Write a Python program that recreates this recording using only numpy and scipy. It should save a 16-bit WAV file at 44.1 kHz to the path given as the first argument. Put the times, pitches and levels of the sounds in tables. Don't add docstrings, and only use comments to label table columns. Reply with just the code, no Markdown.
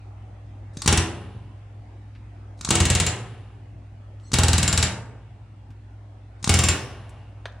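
import sys
import numpy as np
from scipy import signal
from scipy.fft import rfft, irfft
from scipy.io import wavfile
from scipy.ndimage import uniform_filter1d

SR = 44100
rng = np.random.default_rng(int(sys.argv[2]) if len(sys.argv) > 2 else 0)


def unload_wav(signal):
    wavfile.write(
        sys.argv[1],
        SR,
        np.round(np.clip(np.atleast_2d(signal).T, -1, 1) * 32767).astype(np.int16),
    )


N = 335160

# (valve opens [s], hiss level [dB], bar ring at the first blow [dB],
# blows as (time [s], crack level [dB]))
TRIGGER_PULLS = [ (.73, -64, -36, [(0.8765, -4.5), (0.926, -9), (0.9746, -9.5)]),
                 (2.57, -66, -37, [(2.7058, -7), (2.7533, -10.5), (2.8026, -9.5), (2.8533, -10.5),
                 (2.901, -8), (2.9506, -9), (2.9999, -8), (3.065, -10.5)]), (4.2, -72, -36.5, [(4.339, -9),
                 (4.3861, -9.5), (4.4344, -9.5), (4.483, -10), (4.5319, -9.5), (4.581, -10), (4.6292, -9),
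                 (4.678, -8.5), (4.7273, -9.5), (4.776, -7.5), (4.8268, -6)]),
                 (6.39, -72.5, -26.5, [(6.4932, -6.5), (6.5401, -8.5), (6.5887, -9.5), (6.6373, -9),
                 (6.6862, -7)]), ]
# (frequency [Hz], relative level [dB per Hz])
CRACK_COLOUR = [(530, -24), (900, -3), (1760, -7), (3230, -3.5), (3830, 0.5), (5130, 0), (7950, -1),
                (9540, -4.5), (11300, -22), (14300, -33), (16500, -43.5)]


def amp(db):
    return 10 ** (np.asarray(db) / 20)


def unit(x):
    return x / np.sqrt(np.mean(x ** 2) + 1e-20)


def read(points, hz):
    f, value = np.transpose(points)
    return np.interp(np.log(hz + 1), np.log(f + 1), value)


def add(mix, s, sound):
    part = mix[..., round(s * SR):][..., :sound.shape[-1]]
    part += sound[..., :part.shape[-1]]


def resonate(x, hz, width):
    turn = np.exp(2j * np.pi * np.cumsum(hz * np.ones(len(x))) / SR)
    r = np.exp(-np.pi * width / SR)
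    smooth = signal.lfilter([1 - r], [1, -r], x / turn + 1e-18)
    return 2 * (turn * smooth).real


def hiss(spectrum, size):
    gain = amp(read(spectrum, np.fft.rfftfreq(size, 1 / SR)))
    return unit(irfft(rfft(rng.standard_normal(size)) * gain, size))


def ring(modes, t, scatter_db, detune=0):
    hz, db, t60 = np.transpose(modes)[:, :, None]
    db = db + scatter_db * rng.standard_normal(db.shape)
    hz = hz * (1 + detune * rng.standard_normal(hz.shape))
    return (amp(db - 60 * t / t60) * np.sin(2 * np.pi * hz * t)).sum(0)


def pair(same, frames, size):
    hz = np.fft.rfftfreq(size, 1 / SR)
    a, b, c, d = rng.standard_normal((frames, len(hz), 4)).T
    like = np.clip(read(same, hz), -1, 1)[:, None]
    left = a + 1j * b
    right = like * left + np.sqrt(1 - like ** 2) * (c + 1j * d)
    return hz, np.array([left, right])


def gun():
    # (frequency [Hz], level [dB], t60 [s])
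    panel_modes = [(39.75, -23.5, 0.15), (65, -15.5, .2), (86.5, 1.5, 0.16), (84.9, -26.5, 1.3),
                   (102, -6.5, 0.08), (114.5, -22, 1.9), (122.1, -9.5, 0.24), (125.9, -25.5, 1.5),
                   (164, -12, 0.26), (180.6, -14.5, 0.18), (193.4, -21.5, 1)]
    # (frequency [Hz], level [dB], t60 [s])
    stand_modes = [(226, -1.5, 0.17), (253, -1.5, 0.13), (290, -11, 0.044), (334.5, -2, 0.24),
                   (362, -6.5, 0.19), (399, -13, 0.44), (477, -8.5, 0.033), (734, -10.5, 0.37),
                   (819, -11.5, 0.23)]
    # (frequency [Hz], level [dB], t60 [s])
    set_modes = [(7940, -4.5, 0.015), (7060, -10, 0.023), (5540, -17, 0.015), (4400, -18.5, .012)]
    # (frequency [Hz], width [Hz], level [dB])
    steel_bands = [(2230, 43, 3.5), (2785, 140, -0.5), (2610, 360, -13), (3440, 77, -16), (3520, 78, -5.5),
                   (4530, 110, -10.5), (5460, 90, -9.5), (7915, 140, 0), (9770, 150, -7.5)]
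    # (frequency [Hz], relative level [dB per Hz])
    rattle_colour = [(150, -33.5), (250, 0), (809, -12), (1030, -13.5), (1630, -9), (2320, -10.5),
                     (2860, -4.5), (3180, -8), (8180, -31.5), (9920, -18), (11600, -46.5), (14300, -45.5),
                     (16500, -76.5)]
    # (first stand knock [dB], clamps shivering on [dB], their bright ring [dB])
    seats = [(-24.5, -41, -55.5), (-26, -41.5, -58), (-24.5, -56, -56.5), (-26, -39, -35)]
    bar_hz, bar_t60 = 7307, 0.14
    bar_grows_db = 2
    stand_settles_db = 1.9
    sheet_db, first_clank_db = -16, 7.5
    landing_db = 3
    alike = 0.9
    differ = np.sqrt(1 - alike ** 2)
    shiver_t60, clamp_t60 = 0.97, 0.5
    clamp_hz, clamp_width_hz = 5460, 450

    out, bar, panel = np.zeros((3, N))
    t = np.arange(SR) / SR
    short = t[:SR // 5]
    size = len(short)
    for (_, _, first_bar_db, blows), (stand_db, shiver_db, clamp_db) in zip(TRIGGER_PULLS, seats):
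        seat_crack = hiss(CRACK_COLOUR, size)
        seat_chatter = rng.standard_normal(size)
        for k, (s, crack_db) in enumerate(blows):
            knock_db, clank_db, bar_db = landing_db * rng.standard_normal(3) + (
                stand_db - stand_settles_db * k,
                sheet_db + first_clank_db * (k == 0),
                first_bar_db + bar_grows_db * k)

            fade = amp(-60 * short / 0.059) + 0.68 * amp(-60 * short / 0.0043)
            crack = alike * seat_crack + differ * hiss(CRACK_COLOUR, size)
            crack = crack * fade * np.minimum(short / 0.00031, 1)
            rattle = hiss(rattle_colour, size) * amp(-60 * short / 0.23) * np.minimum(short / 0.0037, 1)
            chatter = alike * seat_chatter + differ * rng.standard_normal(size)
            chatter = chatter * amp(-60 * short / 0.017)
            steel = sum(amp(db) * resonate(chatter, hz, width) for hz, width, db in steel_bands)
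            ping = ring(set_modes, short, scatter_db=1.8, detune=0.004) * np.minimum(short / 0.0012, 1)
            sheet = resonate(rng.standard_normal(size), 900, width=310) * amp(clank_db - 60 * short / 0.081)
            stand = -ring(stand_modes, short, scatter_db=3.0, detune=0.0013) * amp(knock_db)
            blow = amp(-7.0) * crack + amp(-14.5) * rattle + amp(2.5) * steel + ping
            add(out, s, amp(crack_db) * blow + sheet + stand)

            bar_tone = np.sin(2 * np.pi * bar_hz * short) * amp(bar_db - 60 * short / bar_t60)
            add(bar, s + 0.0027, bar_tone * (1 - np.exp(-short / 0.0008)))

            clamps = unit(resonate(rng.standard_normal(len(t)), clamp_hz, clamp_width_hz))
            shiver = hiss(rattle_colour, len(t)) * amp(shiver_db - 60 * t / shiver_t60)
            add(out, s, shiver + amp(clamp_db - 60 * t / clamp_t60) * clamps)

            thump_db = -10.5 + 4 * min(crack_db + 10, 0)
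            boom = -ring(panel_modes, t, scatter_db=3.0) * amp(thump_db)
            add(panel, s + 0.0035, boom * (1 - np.exp(-t / 0.0055)))
    return out, bar, panel


def trigger():
    # (time [s], snap level [dB], low push level [dB], knock level [dB], snap pitch [Hz])
    strokes = [(0.7696, -32, -15.5, -40, 6350), (0.8185, -21.5, -37.5, -29, 4332),
               (0.8456, -39, -22.5, -17.5, 4220), (0.8596, -18, -4.5, -6.5, 6720),
               (2.5897, -52, -37, -47.5, 4000), (2.61, -29, -23.5, -31.5, 6430),
               (2.6476, -19.5, -21, -18.5, 6760), (2.6752, -51, -25.5, -5.5, 6450),
               (2.6884, -19.5, -7.5, -13.5, 6550), (4.317, -29, -20.5, -14, 6100),
               (4.3322, -17.5, -5, -12, 6200), (6.427, -32.5, -23.5, -40.5, 6710),
               (6.4419, -16, -15.5, -6, 6540), (6.4746, -19, -4, 2, 6680)]
    # (time [s], length [s], first pitch [Hz], last pitch [Hz], level [dB])
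    squeaks = [(0.785, 0.032, 6100, 6960, -51.5), (.819, 0.014, 4400, 4300, -41.5),
               (0.823, .028, 7650, 8750, -48), (4.225, 0.084, 7700, 8100, -65),
               (4.23, 0.081, 4280, 4200, -66), (4.245, .048, 5500, 6800, -63),
               (6.445, 0.014, 6600, 6600, -43.5), (2.646, 0.0099, 4400, 4170, -32),
               (7.106, 0.22, 2830, 2800, -68)]
    stroke_rise_s = 0.0017
    surge_db, surge_s = 9, 0.025

    out, t = np.zeros(N), np.arange(SR // 8) / SR
    for s, snap_db, push_db, knock_db, hz in strokes:
        whistle = resonate(resonate(rng.standard_normal(len(t)), hz, width=290), hz, width=900)
        snap = (0.97 * hiss(CRACK_COLOUR, len(t)) + 3.2 * whistle) * amp(snap_db - 60 * t / 0.034)
        push = np.sin(2 * np.pi * 150 * t) * amp(push_db - 60 * t / 0.016)
        knock = np.sin(2 * np.pi * 1100 * t) * amp(knock_db - 60 * t / 0.0039)
        add(out, s, (snap + push + knock) * np.minimum(t / stroke_rise_s, 1))

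    for opens, hiss_db, _, blows in TRIGGER_PULLS:
        t = np.arange(opens - blows[0][0], 0, 1 / SR)
        swell = amp(hiss_db + surge_db * np.exp(t / surge_s))
        add(out, opens, hiss(CRACK_COLOUR, len(t)) * swell * signal.windows.tukey(len(t), 0.1))

    for s, length, first_hz, last_hz, db in squeaks:
        hz = np.linspace(first_hz, last_hz, round(length * SR))
        squeak = resonate(resonate(rng.standard_normal(len(hz)), hz, width=240), hz, width=170)
        add(out, s, amp(db) * unit(squeak) * signal.windows.tukey(len(hz), 0.5))
    return out


def handling():
    # (time [s], starting level [dB], centre [Hz], width [octaves], t60 [s])
    taps = [(2.1505, -53.5, 1810, 0.81, 0.14), (4.1994, -57, 2863, 0.77, 0.035),
            (5.7045, -54, 1500, 1.25, .1), (7.0933, -52.5, 7840, 0.33, 0.072),
            (7.482, -45.5, 900, 0.52, 0.078), (7.523, -62, 5000, .5, 0.044)]
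    # (frequency [Hz], relative level [dB per Hz])
    clack_colour = [(240, -41), (400, 0), (1130, -3), (1760, 3), (2510, -9), (3380, -4), (5640, -18.5),
                    (6150, -15), (6990, -30), (8770, -25), (12000, -55), (15600, -90), (22000, -120)]
    # (time [s], level [dB])
    rustle_levels = [(6.85, -55), (7.142, -54), (7.3, -63), (7.6, -68)]
    # (frequency [Hz], relative level [dB per Hz])
    rustle_colour = [(290, -20), (500, -4), (653, 4), (1440, -6), (2720, -11.5), (3940, -18), (10500, -35),
                     (13600, -74), (22000, -120)]
    clack_s, clack_db = 7.4555, -18

    out, t = np.zeros(N), np.arange(SR // 8) / SR
    f = np.fft.rfftfreq(len(t), 1 / SR) + 1
    for s, db, hz, octaves, t60 in taps:
        band = np.exp(-0.5 * (np.log2(f / hz) / octaves) ** 2)
        grit = irfft(rfft(rng.standard_normal(len(t))) * band, len(t))
        add(out, s, unit(grit) * amp(db - 60 * t / max(t60, 0.005)))

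    tone = ring([(1400, 0, 0.006)], t, scatter_db=0)
    fade = amp(-60 * t / 0.033) + 0.15 * amp(-60 * t / 0.14)
    clack = tone + 0.39 * hiss(clack_colour, len(t)) * fade
    add(out, clack_s, amp(clack_db) * clack * np.minimum(t / 0.00046, 1))

    s, level_db = np.transpose(rustle_levels)
    t = np.arange(s[0], s[-1], 1 / SR)
    rustle = hiss(rustle_colour, len(t)) * amp(np.interp(t, s, level_db))
    add(out, s[0], rustle * np.minimum((t - s[0]) / 0.092, 1))
    return out


def garage(x):
    # (frequency [Hz], t60 [s])
    band_t60 = [(60, 2.4), (160, 0.7), (420, 0.96), (1100, 0.76), (2900, 0.32), (7700, 0.38), (14000, 0.32)]
    # (frequency [Hz], likeness [-1 to 1])
    echo_likeness = [(60, 0.92), (180, 1), (550, 0.87), (1650, 1), (4970, -0.053), (15000, -1)]
    # (frequency [Hz], level against the main echoes [dB])
    late_level = [(100, -43.5), (500, -38), (1200, -36), (2800, -35), (4000, -47.5), (9000, -50.5)]
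    late_t60 = 2.7

    out, t = np.zeros((2, N)), np.arange(N) / SR
    for k in range(3):
        hz, z = pair(echo_likeness, SR // 88, size=512)
        age = np.arange(z.shape[2]) * 128 / SR
        early = amp(-60 * age / read(band_t60, hz)[:, None])
        late = amp(read(late_level, hz)[:, None] - 60 * age / late_t60)
        tail = signal.istft(z * (early + late), nperseg=512, noverlap=384)[1]
        tail = tail * np.clip((np.arange(tail.shape[1]) / SR - 0.004) / 0.011, 0, 1)
        share = np.sqrt(2 / 3) * np.cos(2 * np.pi * (1.7 * t + k / 3))
        out += signal.fftconvolve((x * share)[None], tail / np.linalg.norm(tail[0]), axes=1)[:, :N]
    return out


def fan():
    # (frequency [Hz], level [dB])
    motor_tones = [(59.2, -48), (102.3, -41.5), (290.7, -67)]
    # (frequency [Hz], relative level [dB per Hz])
    air_colour = [(15, -18), (30, -11.5), (60, 2), (90, -13), (110, 1.5), (140, -11), (290, -11),
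                  (430, -20), (800, -15.5), (970, -22), (2500, -31), (6150, -46), (10000, -55.5),
                  (11000, -78.5)]
    # (frequency [Hz], likeness [-1 to 1])
    air_likeness = [(60, 1.0), (150, 0.96), (380, 0.95), (950, 0.21), (2380, 0.41), (5980, 0.03),
                    (15000, 0.13)]
    air_db = -49

    hz, z = pair(air_likeness, N // 512 + 5, size=2048)
    patches = rng.standard_normal(z.shape[:0:-1]).T
    patches = unit(uniform_filter1d(uniform_filter1d(patches, 12, 0), 8, 1))
    z = z * amp(read(air_colour, hz)[:, None] + 2.5 * patches)
    wash = signal.istft(z, nperseg=2048, noverlap=1536)[1][:, :N]
    out = amp(air_db) * unit(wash)
    for tone_hz, db in motor_tones:
        drift = unit(resonate(rng.standard_normal(N), 0, width=6.5))
        swell = unit(resonate(rng.standard_normal(N), 0, width=6.5))
        tone = np.sin(2 * np.pi * np.cumsum(tone_hz + 1.2 * drift) / SR)
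        out = out + np.sqrt(2) * amp(db + 0.89 * swell) * tone
    return out


def hose():
    leak_db = -78
    band = signal.butter(4, [4500.0, 9800.0], "band", fs=SR, output="sos")
    return unit(signal.sosfilt(band, rng.standard_normal((2, N)))) * amp(leak_db)


def scene():
    # (frequency [Hz], left over right [dB])
    lean_table = [(60, 1.5), (180, -1), (550, 0.5), (1650, 3), (4970, 1), (15000, 7.5)]
    # (delay [s], level [dB])
    floor_echo = [(.0021, -14.5), (.0026, -8.5)]

    blows, bar, panel = gun()
    tool = blows + trigger()
    hands = handling()
    hz = np.fft.rfftfreq(N, 1 / SR)
    lean = amp(np.outer([0.5, -0.5], read(lean_table, hz)))
    near = irfft(rfft(tool + bar) * lean, N) + panel + hands
    bright = signal.sosfilt(signal.butter(2, 350.0, "high", fs=SR, output="sos"), tool)
    for side, (delay, db) in zip(near, floor_echo):
        add(side, delay, amp(db) * bright)

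    to_room = tool + amp(-18.5) * bar + amp(-7.0) * panel + amp(-8.5) * hands
    weak_bass = 1 / (1 + (200 / (hz + 1)) ** 2)
    wet = garage(irfft(rfft(to_room) * weak_bass, N))
    return near + amp(-2.5) * wet + fan() + hose()


def record(dry):
    dry = signal.sosfilt(signal.butter(3, 40.0, "high", fs=SR, output="sos"), dry)
    power_db = 10 * np.log10(abs(uniform_filter1d((dry ** 2).mean(0), 4000)) + 1e-12)
    slow = np.exp(-1 / (0.6 * SR))
    sink_db = 0.41 * signal.lfilter([1 - slow], [1, -slow], np.maximum(power_db + 31, 0))
    climb = np.arange(N) * 1.8 / SR
    ducked = dry / amp(np.maximum.accumulate(sink_db + climb) - climb)
    lowpass = signal.firwin(511, 16750, window=("kaiser", 9), fs=SR)
    return signal.oaconvolve(np.clip(ducked, -1, 1), lowpass[None], "same")


dry = scene()
out = record(dry)
unload_wav(out)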